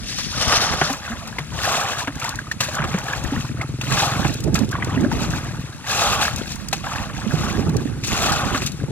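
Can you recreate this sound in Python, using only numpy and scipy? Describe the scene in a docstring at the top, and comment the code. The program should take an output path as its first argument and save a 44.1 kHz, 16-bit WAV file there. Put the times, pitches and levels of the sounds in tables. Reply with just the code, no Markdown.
"""A plastic bucket, close to the microphone, scoops muddy water from a shallow canal and throws it out.
Each load lands as a rush of bubbles and spray, built from thousands of short rising tones and noise.
Slaps and plops (trapped bubbles, churn and spray), droplet ticks and low thumps (air pockets) come in between.
Far off a one-cylinder engine putters past, each firing ringing its exhaust pipe.
Gusts rumble as shaped noise on the two ports of a small camera microphone; the open field hisses faintly."""
import sys
import numpy as np
from scipy import signal
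from scipy.fft import rfft, irfft, next_fast_len
from scipy.io import wavfile
from scipy.ndimage import uniform_filter1d

SR = 44100
rng = np.random.default_rng(int(sys.argv[2]) if len(sys.argv) > 2 else 0)


def unload_wav(signal):
    """Save mono or channel-first audio to the path in sys.argv[1] as 16-bit WAV at rate SR, clipped to [-1, 1]."""
    wavfile.write(
        sys.argv[1],
        SR,
        np.round(np.clip(np.atleast_2d(signal).T, -1, 1) * 32767).astype(np.int16),
    )


N = 392917
TIME = np.arange(N) / SR


def gain_of(db):
    """Turns decibels into an amplitude factor."""
    return 10 ** (np.asarray(db) / 20)


def evened(x):
    """Scales a signal to rms 1."""
    return x / np.sqrt(np.mean(x ** 2) + 1e-20)


def read(points, hz):
    """Reads a spectrum table on a log-frequency axis."""
    table_hz, value = np.transpose(points)
    return np.interp(np.log(hz + 1), np.log(table_hz + 1), value)


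def follow(rows):
    """Draws the columns of a timed table as curves, one value per sample."""
    time_s, *columns = np.transpose(rows)
    return [np.interp(TIME, time_s, column) for column in columns]


def coloured(x, points):
    """Filters a flat sound to the spectrum of a table and scales it to rms 1."""
    size = next_fast_len(N)
    hz = np.fft.rfftfreq(size, 1 / SR)
    spectrum = rfft(x, size) * gain_of(read(points, hz))
    return evened(irfft(spectrum, size)[..., :N])


def flicker(length_s):
    """Random curve of rms 1, smoothed twice over the given time."""
    size = max(int(length_s * SR), 2)
    once = uniform_filter1d(rng.standard_normal(N), size)
    return evened(uniform_filter1d(once, size))


def ring(hz, t60, rise_s, climb):
    """A dying tone whose pitch can climb, as a bubble's does when it nears the surface."""
    t = np.arange(int(t60 * SR) + 8) / SR
    tone = np.sin(2 * np.pi * hz * t * (1 + climb * t / t60))
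    return tone * gain_of(-60 * t / t60) * (1 - np.exp(-t / rise_s))


def fade(t60):
    """Envelope of a splash: a quick rise and an exponential decay."""
    t = np.arange(int(t60 * SR) + 8) / SR
    return gain_of(-60 * t / t60) * (1 - np.exp(-t / .0022))


def add(mix, start_s, sound):
    """Mixes a sound in at a time, cut at the end of the mix."""
    part = mix[..., round(start_s * SR):][..., :sound.shape[-1]]
    part += sound[..., :part.shape[-1]]


def shape(start_s, corners_s, corners_db):
    """Power of an envelope drawn in dB through corners; -120 dB before and after."""
    return gain_of(2 * np.interp(TIME - start_s, corners_s, corners_db, -120, -120))


# loads thrown on the water: lands_s, swell_s, ends_s, front_db (relative to the height),
# bubbling_db and spray_db (at the height)
THROWS = [(0.312, 0.21, .95, -10.5, -20, -18), (1.502, .2, 2.04, -11.5, -21.5, -22),
          (3.798, .19, 4.265, -12, -22, -22.5), (5.83, 0.2, 6.29, -8.5, -20.5, -20.5),
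          (8.075, 0.19, 8.58, -6, -21, -22.5)]
# water slopping round the bucket: start_s, rise_s, hold_s, drain_db_per_s, bubbling_db, spray_db
SLOSHES = [(-.1, 0.22, 0.11, 22, -43, -29), (0.78, 0.019, 0.074, 157, -34.5, -24.5),
           (0.952, 0.06, 0.041, 24, -33, -40), (1.965, 0.02, 0.016, 250, -37, -29),
           (2.05, 0.015, 0.017, 248, -35, -46), (2.122, 0.098, 0.069, 90, -30.5, -36.5),
           (2.598, 0.015, 0.064, 76, -34.5, -30), (2.711, 0.061, 0.08, 300, -28, -48),
           (2.852, 0.024, 0.54, 153, -33, -38), (3.0, 0.066, 0.072, 300, -29.5, -36.5),
           (3.555, 0.046, .02, 200, -33.5, -48), (4.222, .02, 0.01, 88, -31.5, -30.5),
           (4.522, 0.027, 0.049, 248, -32.5, -39), (4.686, 0.042, 0.32, 350, -32.5, -44),
           (5.093, 0.023, 0.28, 200, -31.5, -35.5), (5.384, 0.062, .02, 34, -35, -41),
           (6.19, 0.036, 0.021, 205, -28, -22), (6.27, 0.036, .02, 35, -33.5, -34.5),
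           (6.457, .015, 0.05, 250, -58, -33), (6.73, 0.022, 0.022, 250.5, -38, -37),
           (6.826, 0.016, .21, 396, -30.5, -37), (7.06, 0.039, .15, 100, -39, -61),
           (7.053, 0.38, .08, 35, -29.5, -34.5), (8.029, 0.017, 0.16, 95, -58, -29),
           (8.51, .04, 0.04, 180, -36.5, -31.5), (8.577, 0.032, 0.048, 170, -42, -32.5),
           (8.782, 0.023, 0.026, 250, -42, -60)]
# each pair is (bubbling, spray)
STILL_DB = (-61, -46)  # the canal between throws and sloshes
THIN_DB_PER_S = (27, 49)  # how fast a load thins after its height
FRONT_S, STOP_S = 0.042, 0.14  # sudden front before the swell; final dying away


def water_levels():
    """Bubbling and spray levels in dB: the powers of still water, every throw and every slosh add up."""
    power = gain_of(2 * np.array(STILL_DB))[:, None] * np.ones(N)
    for k in range(2):
        for lands_s, swell_s, ends_s, front_db, *level_db in THROWS:
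            height_db = level_db[k]
            length_s = ends_s - lands_s
            last_db = height_db - THIN_DB_PER_S[k] * (length_s - swell_s)
            corners_s = [0, FRONT_S, swell_s, length_s, length_s + STOP_S]
            corners_db = [height_db - 26, height_db + front_db, height_db, last_db, last_db - 50]
            power[k] += shape(lands_s, corners_s, corners_db)
        for start_s, rise_s, hold_s, drain_db, *level_db in SLOSHES:
            height_db = level_db[k]
            top_s = rise_s + hold_s
            corners_db = [height_db - 14, height_db, height_db, height_db - drain_db]
            power[k] += shape(start_s, [0, rise_s, top_s, top_s + 1], corners_db)
    return 10 * np.log10(power)


def grains(lo_hz, hi_hz, cycles, per_s, spread_db, climb, count=16):
    """Random ringing bubbles, equal energy per Hz; a few are much larger than the rest."""
    happens = rng.random(N) < per_s / SR
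    size = gain_of(spread_db * np.minimum(rng.exponential(1, N), 4)) * happens
    kind = rng.integers(0, count, N)
    out = np.zeros(N)
    for k, hz in enumerate(np.geomspace(lo_hz, hi_hz, count)):
        bubble = ring(hz, cycles / hz, 1 / hz, climb)
        bubble *= np.sqrt(hz) / np.linalg.norm(bubble)
        out += signal.oaconvolve(size * (kind == k), bubble)[:N]
    return evened(out)


# spectrum of water slopping about: pitch_hz, level_db (relative, per Hz)
SLOPPING = [(260, -6), (450, -8), (1200, -3.5), (1450, -3.5), (1630, -3), (2200, -10), (3500, -15.5),
            (4550, -57), (7700, -120)]
# spectrum of a load landing: pitch_hz, level_db (relative, per Hz)
BUBBLING = [(210, -8), (350, -6.5), (817, 6.5), (962, -2.5), (1160, 7), (1560, 0), (1930, -10.5),
            (2250, -18.5), (2570, -11.5), (3500, -3), (4550, -48), (7700, -120)]
# spectrum of the spray: pitch_hz, level_db (relative, per Hz)
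SPRAY = [(1060, -12), (1800, -9.5), (2240, -9), (2550, 2), (3030, -7.5), (3910, -1.5), (4880, -5),
         (6590, -4), (9500, -18), (12700, -21), (16000, -30.5)]
# spectrum of the first throw's spray, duller on top: pitch_hz, level_db (relative, per Hz)
FIRST_SPRAY = [(1060, -23), (1800, -4), (2180, -8), (2590, -5.5), (5640, -1), (8210, -16.5), (10600, -19.5),
               (16000, -39)]
FIRST_END_S = 0.9


def rush():
    """Separate bubbles while the water slops about; a dense, clumpy roar when a load lands."""
    bubbling_db, spray_db = water_levels()
    clumps, spatter = flicker(0.03), flicker(0.012)
    # 0 for slopping water, 1 for a landing load, by the bubbling level over a quarter second
    landing = np.clip((uniform_filter1d(bubbling_db, SR // 4) + 36.5) / 13.6, 0, 1)
    sparse = grains(500, 3300, 38, 650, 3.8, .2) + .3 * rng.standard_normal(N)
    plinks = coloured(sparse, SLOPPING)
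    froth = coloured(grains(350, 3300, 30, 4200, 2.5, .25), BUBBLING)
    low = np.sqrt(1 - .9 * landing) * plinks + np.sqrt(landing) * froth
    fizz = grains(1900, 15500, 30, 2800, 3.8, .15) + 1.6 * rng.standard_normal(N)
    high = np.where(TIME < FIRST_END_S, coloured(fizz, FIRST_SPRAY), coloured(fizz, SPRAY))
    low *= gain_of(bubbling_db + 0.86 * clumps)
    high *= gain_of(spray_db + 1.55 * clumps + 1.4 * spatter)
    return low + high


# hiss of the open field: pitch_hz, level_db (relative, per Hz)
AIR = [(240, -19), (400, 0.5), (964, -2.5), (1220, 6), (2470, -3.5), (4650, -7.5), (10500, -10.5),
       (16000, -71)]


def field_air():
    """Steady hiss of the open field, as shaped noise."""
    return gain_of(-46.0) * coloured(rng.standard_normal(N), AIR)


# the engine passing: time_s, firings_per_s, peak_db (of a typical firing)
ENGINE = [(1.2, 15.26, -44), (1.6, 14.99, -30), (2.2, 15.86, -26), (2.7, 16.13, -26), (3.2, 16.26, -24),
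          (3.5, 19.93, -18), (3.85, 21.44, -17.5), (4.8, 20.49, -18), (5.3, 20.02, -19), (5.65, 18.97, -22),
          (5.85, 18.84, -36), (6.6, 19.88, -40), (7.4, 18.88, -24), (8.0, 19.27, -22), (8.45, 19.43, -26),
          (8.9, 20.99, -23)]
# notes of the exhaust pipe: pitch_hz, level_db (relative), t60_s, rise_s
EXHAUST = [(132, 13, .044, .012), (265, -1, .022, .0006)]
START_TURN = .94  # share of the firing cycle already done at time zero


def engine():
    """Each firing knocks the exhaust pipe, whose low note swells and dies before the next."""
    per_s, peak_db = follow(ENGINE)
    turns = np.floor(START_TURN + np.cumsum(per_s) / SR)
    firings = np.diff(turns, prepend=turns[0])
    knocks = firings * gain_of(peak_db + 0.63 * rng.standard_normal(N))
    pipe = np.zeros(SR // 5)
    for hz, db, t60, rise_s in EXHAUST:
        add(pipe, 0, gain_of(db) * ring(hz, t60, rise_s, 0))
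    return signal.oaconvolve(knocks, pipe / abs(pipe).max())[:N]


# air moving over the ports: time_s, level_db (before the lumps), left_over_right_db
WIND = [(0.0, -34, 1), (.25, -38.5, 15), (.74, -28.5, 0), (.97, -40.5, -0.5), (1.59, -35.5, 8),
        (1.76, -39, 2), (2.68, -39.5, 3), (2.85, -30, -5), (3.05, -38.5, 6), (3.35, -31, 6),
        (3.47, -35.5, 9), (3.8, -38, 8), (3.92, -28.5, -14), (4.09, -38.5, -1), (4.17, -26.5, -6),
        (4.42, -31, -7.5), (4.49, -23.5, -5.5), (4.64, -27, -14), (4.76, -32, -1), (5.06, -23, -1),
        (5.29, -28, -0.5), (5.8, -41, 4), (6.13, -32.5, -10), (6.43, -35, 13.5), (6.58, -35, -4),
        (7.12, -33, -6.5), (7.69, -23, -4), (7.94, -30, -5), (8.61, -28, -6), (8.71, -35.5, 20),
        (8.91, -25.5, -6)]
# spectrum of light air: pitch_hz, level_db (relative, per Hz)
RUMBLE = [(12, -40), (20, -20), (53, -0.5), (134, -3), (213, -5), (398, -21.5), (700, -32), (910, -59),
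          (1540, -120)]
# spectrum of strong air: pitch_hz, level_db (relative, per Hz)
GUST = [(12, -58), (20, -46), (70, -4), (166, 2.5), (375, -4), (634, -24), (709, -19), (900, -19),
        (1170, -100), (1980, -120)]


def wind():
    """Lumpy rumble, only partly shared by the ports; the spectrum shifts as the air strengthens."""
    level_db, pan_db = follow(WIND)
    strong = np.clip((level_db + 32.5) / 13.4, 0, 1)
    noise = rng.standard_normal((2, 2, N))
    light_air = np.sqrt(1 - strong) * coloured(noise[0], RUMBLE)
    strong_air = np.sqrt(strong) * coloured(noise[1], GUST)
    left, own = light_air + strong_air
    pair = np.array([left, 0.73 * left + 0.97 * own])
    lumps_db = 4.3 * np.array([flicker(0.01), flicker(0.0092)])
    return pair * gain_of(level_db + lumps_db + np.outer([.5, -.5], pan_db))


# water slaps and plops: start_s, bubble_db, pitch_hz (of the bubble), churn_db, crack_db (of spray);
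# levels are those before each part's rise and decay
SLAPS = [(0.186, -19, 1200, -28, -20), (0.523, -16, 1160, -10.5, -28), (0.735, -13, 1090, -17, -21),
         (0.814, -9, 747, -8, -21), (0.899, -15.5, 756, -27, -21), (1.385, -6, 2040, -18.5, -24.5),
         (1.675, -14, 710, -28, -28), (1.742, -10, 1165, -17, -34), (1.933, -13, 1640, -35, -26),
         (2.004, -11.5, 1650, -37, -25), (2.074, -27.5, 1380, -16, -28), (2.222, -12.5, 1300, -46, -42),
         (2.249, -14, 914, -39, -45), (2.389, -9.5, 1570, -46, -32), (2.469, -20.5, 1210, -47, -40),
         (2.514, -6, 1755, -29, -20), (2.605, -24, 1610, -15, -9), (2.684, -19.5, 598, -26, -36),
         (2.786, -12.5, 1590, -25, -45), (2.82, -17, 1240, -21, -40), (2.84, -12, 1190, -19, -26),
         (2.941, -26.5, 1280, -20, -29), (2.979, -19, 905, -24, -51), (3.083, -9, 1650, -39, -46),
         (3.133, -8.5, 1640, -35, -32), (3.613, -9, 2070, -24, -27), (3.812, -5, 2620, -26, -21),
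         (3.92, -15, 1080, -33, -15), (4.029, -9, 810, -37, -36), (4.247, -12.5, 793, -15, -35),
         (4.475, -17.5, 610, -35, -38), (4.553, -12.5, 1330, -18, -13.5), (4.729, -12, 1570, -26, -48),
         (4.753, -11, 1080, -24, -43), (4.825, -5.5, 1950, -25, -39), (5.046, -17, 578, -34, -46),
         (5.116, -14, 877, -28, -39), (5.981, -15, 835, -25, -24), (6.199, -13, 830, -37, -32),
         (6.728, -12, 765, -17.5, -10.5), (6.842, -16, 1270, -29, -35), (6.958, -13, 1630, -27, -26.5),
         (8.036, -16, 2390, -59, -22), (8.258, -16, 680, -30, -17), (8.546, -14, 1256, -15, -26),
         (8.619, -11, 2480, -24, -20.5), (8.668, -38.5, 2500, -51, -17)]
KNOCK_OVER_CHURN_DB = 14.5


def slaps():
    """A knock, one trapped bubble (small ones die sooner), churned water and a crack of spray."""
    pops, churn, crack = np.zeros((3, N))
    for start_s, bubble_db, hz, churn_db, crack_db in SLAPS:
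        bubble = ring(hz, 34.4 / hz, 0.0012, 0.068)
        knock = ring(2100, 0.0018, 0.00014, 0)
        add(pops, start_s, gain_of(bubble_db) * bubble)
        add(pops, start_s, gain_of(churn_db + KNOCK_OVER_CHURN_DB) * knock)
        add(churn, start_s, gain_of(churn_db) * fade(0.072))
        add(crack, start_s, gain_of(crack_db) * fade(0.056))
    water, spray = rng.standard_normal((2, N))
    return pops + churn * coloured(water, SLOPPING) + crack * coloured(spray, SPRAY)


# thumps: start_s, level_db (before the rise), pitch_hz, t60_s, left_over_right_db
THUMPS = [(0.361, -25, 126, 0.1, -14), (0.813, -12, 146, 0.12, -4), (0.901, -13, 256, 0.09, 2),
          (1.1, -18.5, 219, 0.15, -0.5), (1.393, -21.5, 143, 0.24, 5), (2.076, -14, 268, 0.088, 1),
          (2.795, -12.5, 138, 0.14, -6), (2.942, -1.5, 172, 0.056, 1.0), (3.321, -7.5, 262, 0.085, 0),
          (3.362, -14, 222, 0.13, 0), (3.913, -12.5, 140, 0.1, -17), (4.252, -5.5, 144, 0.059, -8),
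          (4.471, -16, 148, 0.12, -14), (4.481, -9, 291, 0.044, -14), (4.529, -13, 162, 0.07, -15),
          (4.611, -9, 253, 0.05, -21), (4.632, -6.5, 200, 0.032, -17), (4.868, -6, 137, 0.042, -9),
          (4.943, -8, 150, 0.04, -8), (4.971, -9, 252, 0.094, -14), (5.006, -10, 298, 0.05, -8),
          (5.038, -1.5, 246, 0.037, -12), (5.278, -15, 149, 0.094, 7), (6.412, -10, 232, 0.024, 19),
          (7.263, -11, 202, 0.077, -18), (7.336, -1.5, 140, 0.06, -11), (7.59, -2.5, 201, 0.043, -11),
          (7.677, -4.5, 150, 0.088, -2), (7.756, -0.5, 104, 0.051, -8), (7.816, -14, 136, 0.082, 0),
          (7.853, -9, 260, 0.051, -14), (8.544, -11, 254, 0.065, -2.0), (8.834, -3, 115, 0.048, 6)]


def thumps():
    """Large air pockets and buffets: a blunt front and a few low cycles."""
    out = np.zeros((2, N))
    for start_s, level_db, hz, t60, pan_db in THUMPS:
        sides = gain_of(level_db + np.array([[pan_db], [-pan_db]]) / 2)
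        add(out, start_s, sides * ring(hz, t60, 0.0056, 0.15))
        # a short, higher knock just after the front
        add(out, start_s + 0.0038, sides * gain_of(0.5) * ring(403, 0.0091, 0.0019, 0))
    return out


# single droplets ticking on leaves and water: start_s, level_db (before the rise and decay)
TICKS = [(0.9283, -15), (1.274, -21), (2.154, -24), (2.1987, -17.5), (2.243, -15), (2.2904, -12.5),
         (2.3555, -20.5), (2.75, -15), (3.039, -24), (3.238, -19), (4.339, -17), (4.4034, -20),
         (4.4387, -16.5), (4.543, -9.5), (4.589, -15), (4.7113, -20), (4.8447, -18), (5.007, -23),
         (5.3033, -19), (6.382, -19), (6.555, -20.5), (7.693, -21), (8.6613, -9), (8.718, -22.5)]
FAINT_PER_S, FAINT_DB = 3.2, -26.5  # smaller droplets at random: rate, middle level


def droplets():
    """Tiny drops lack body: each is a short burst of spray noise above 5 kHz."""
    tick = np.zeros(N)
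    for start_s, level_db in TICKS:
        add(tick, start_s, gain_of(level_db) * fade(0.023))
    happens = rng.random(N) < FAINT_PER_S / SR
    faint = happens * gain_of(FAINT_DB + 7.1 * rng.standard_normal(N))
    tick += signal.oaconvolve(faint, fade(0.019))[:N]
    highpass = signal.butter(2, 5000, "high", fs=SR, output="sos")
    return tick * evened(signal.sosfilt(highpass, coloured(rng.standard_normal(N), SPRAY)))


# level difference of the two ports: pitch_hz, left_over_right_db
PORT_BALANCE = [(400, 0), (1300, 0), (2400, 1.1), (4400, 2.5), (8100, 6.5), (15000, 10)]
# how alike the two ports hear: pitch_hz, likeness (0 to 1)
PORT_SAME = [(400, .94), (1200, .93), (2500, .76), (5000, .8), (9000, .62), (14000, .45)]
RIGHT_LAG_S = 8.5e-5


def ports(x):
    """Two close ports: the right one hears later, duller and partly by ever changing scattered paths."""
    cells = signal.stft(x, nperseg=128, noverlap=96)[2]
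    turned = cells * np.exp(2j * np.pi * rng.random(cells.shape))  # random phase in every cell
    scattered = signal.istft(turned, nperseg=128, noverlap=96)[1][:N]
    size = next_fast_len(N + 256)
    hz = np.fft.rfftfreq(size, 1 / SR)
    same = np.clip(read(PORT_SAME, hz), 0, 1)
    half = gain_of(read(PORT_BALANCE, hz) / 2)
    direct = rfft(x, size)
    right = same * direct + np.sqrt(1 - same ** 2) * rfft(evened(scattered) * x.std(), size)
    lag = np.exp(-2j * np.pi * hz * RIGHT_LAG_S)
    return irfft([direct * half, right * lag / half], size)[:, :N]


def scene():
    """Water and the hiss of the open field through the port pair, then engine, thumps and wind."""
    through_ports = rush() + slaps() + droplets() + field_air()
    return ports(through_ports) + engine() + thumps() + wind()


def record(dry):
    """The microphone drops the deepest bass and rounds the highest peaks; then the band limit."""
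    dry = signal.sosfilt(signal.butter(2, 45, "high", fs=SR, output="sos"), dry)
    dry = .95 * np.tanh(dry / .95)
    band = signal.firwin(511, 15950, window=("kaiser", 9), fs=SR)  # low-pass edge in Hz
    return signal.oaconvolve(dry, band[None], "same")


dry = scene()
out = record(dry)
unload_wav(out)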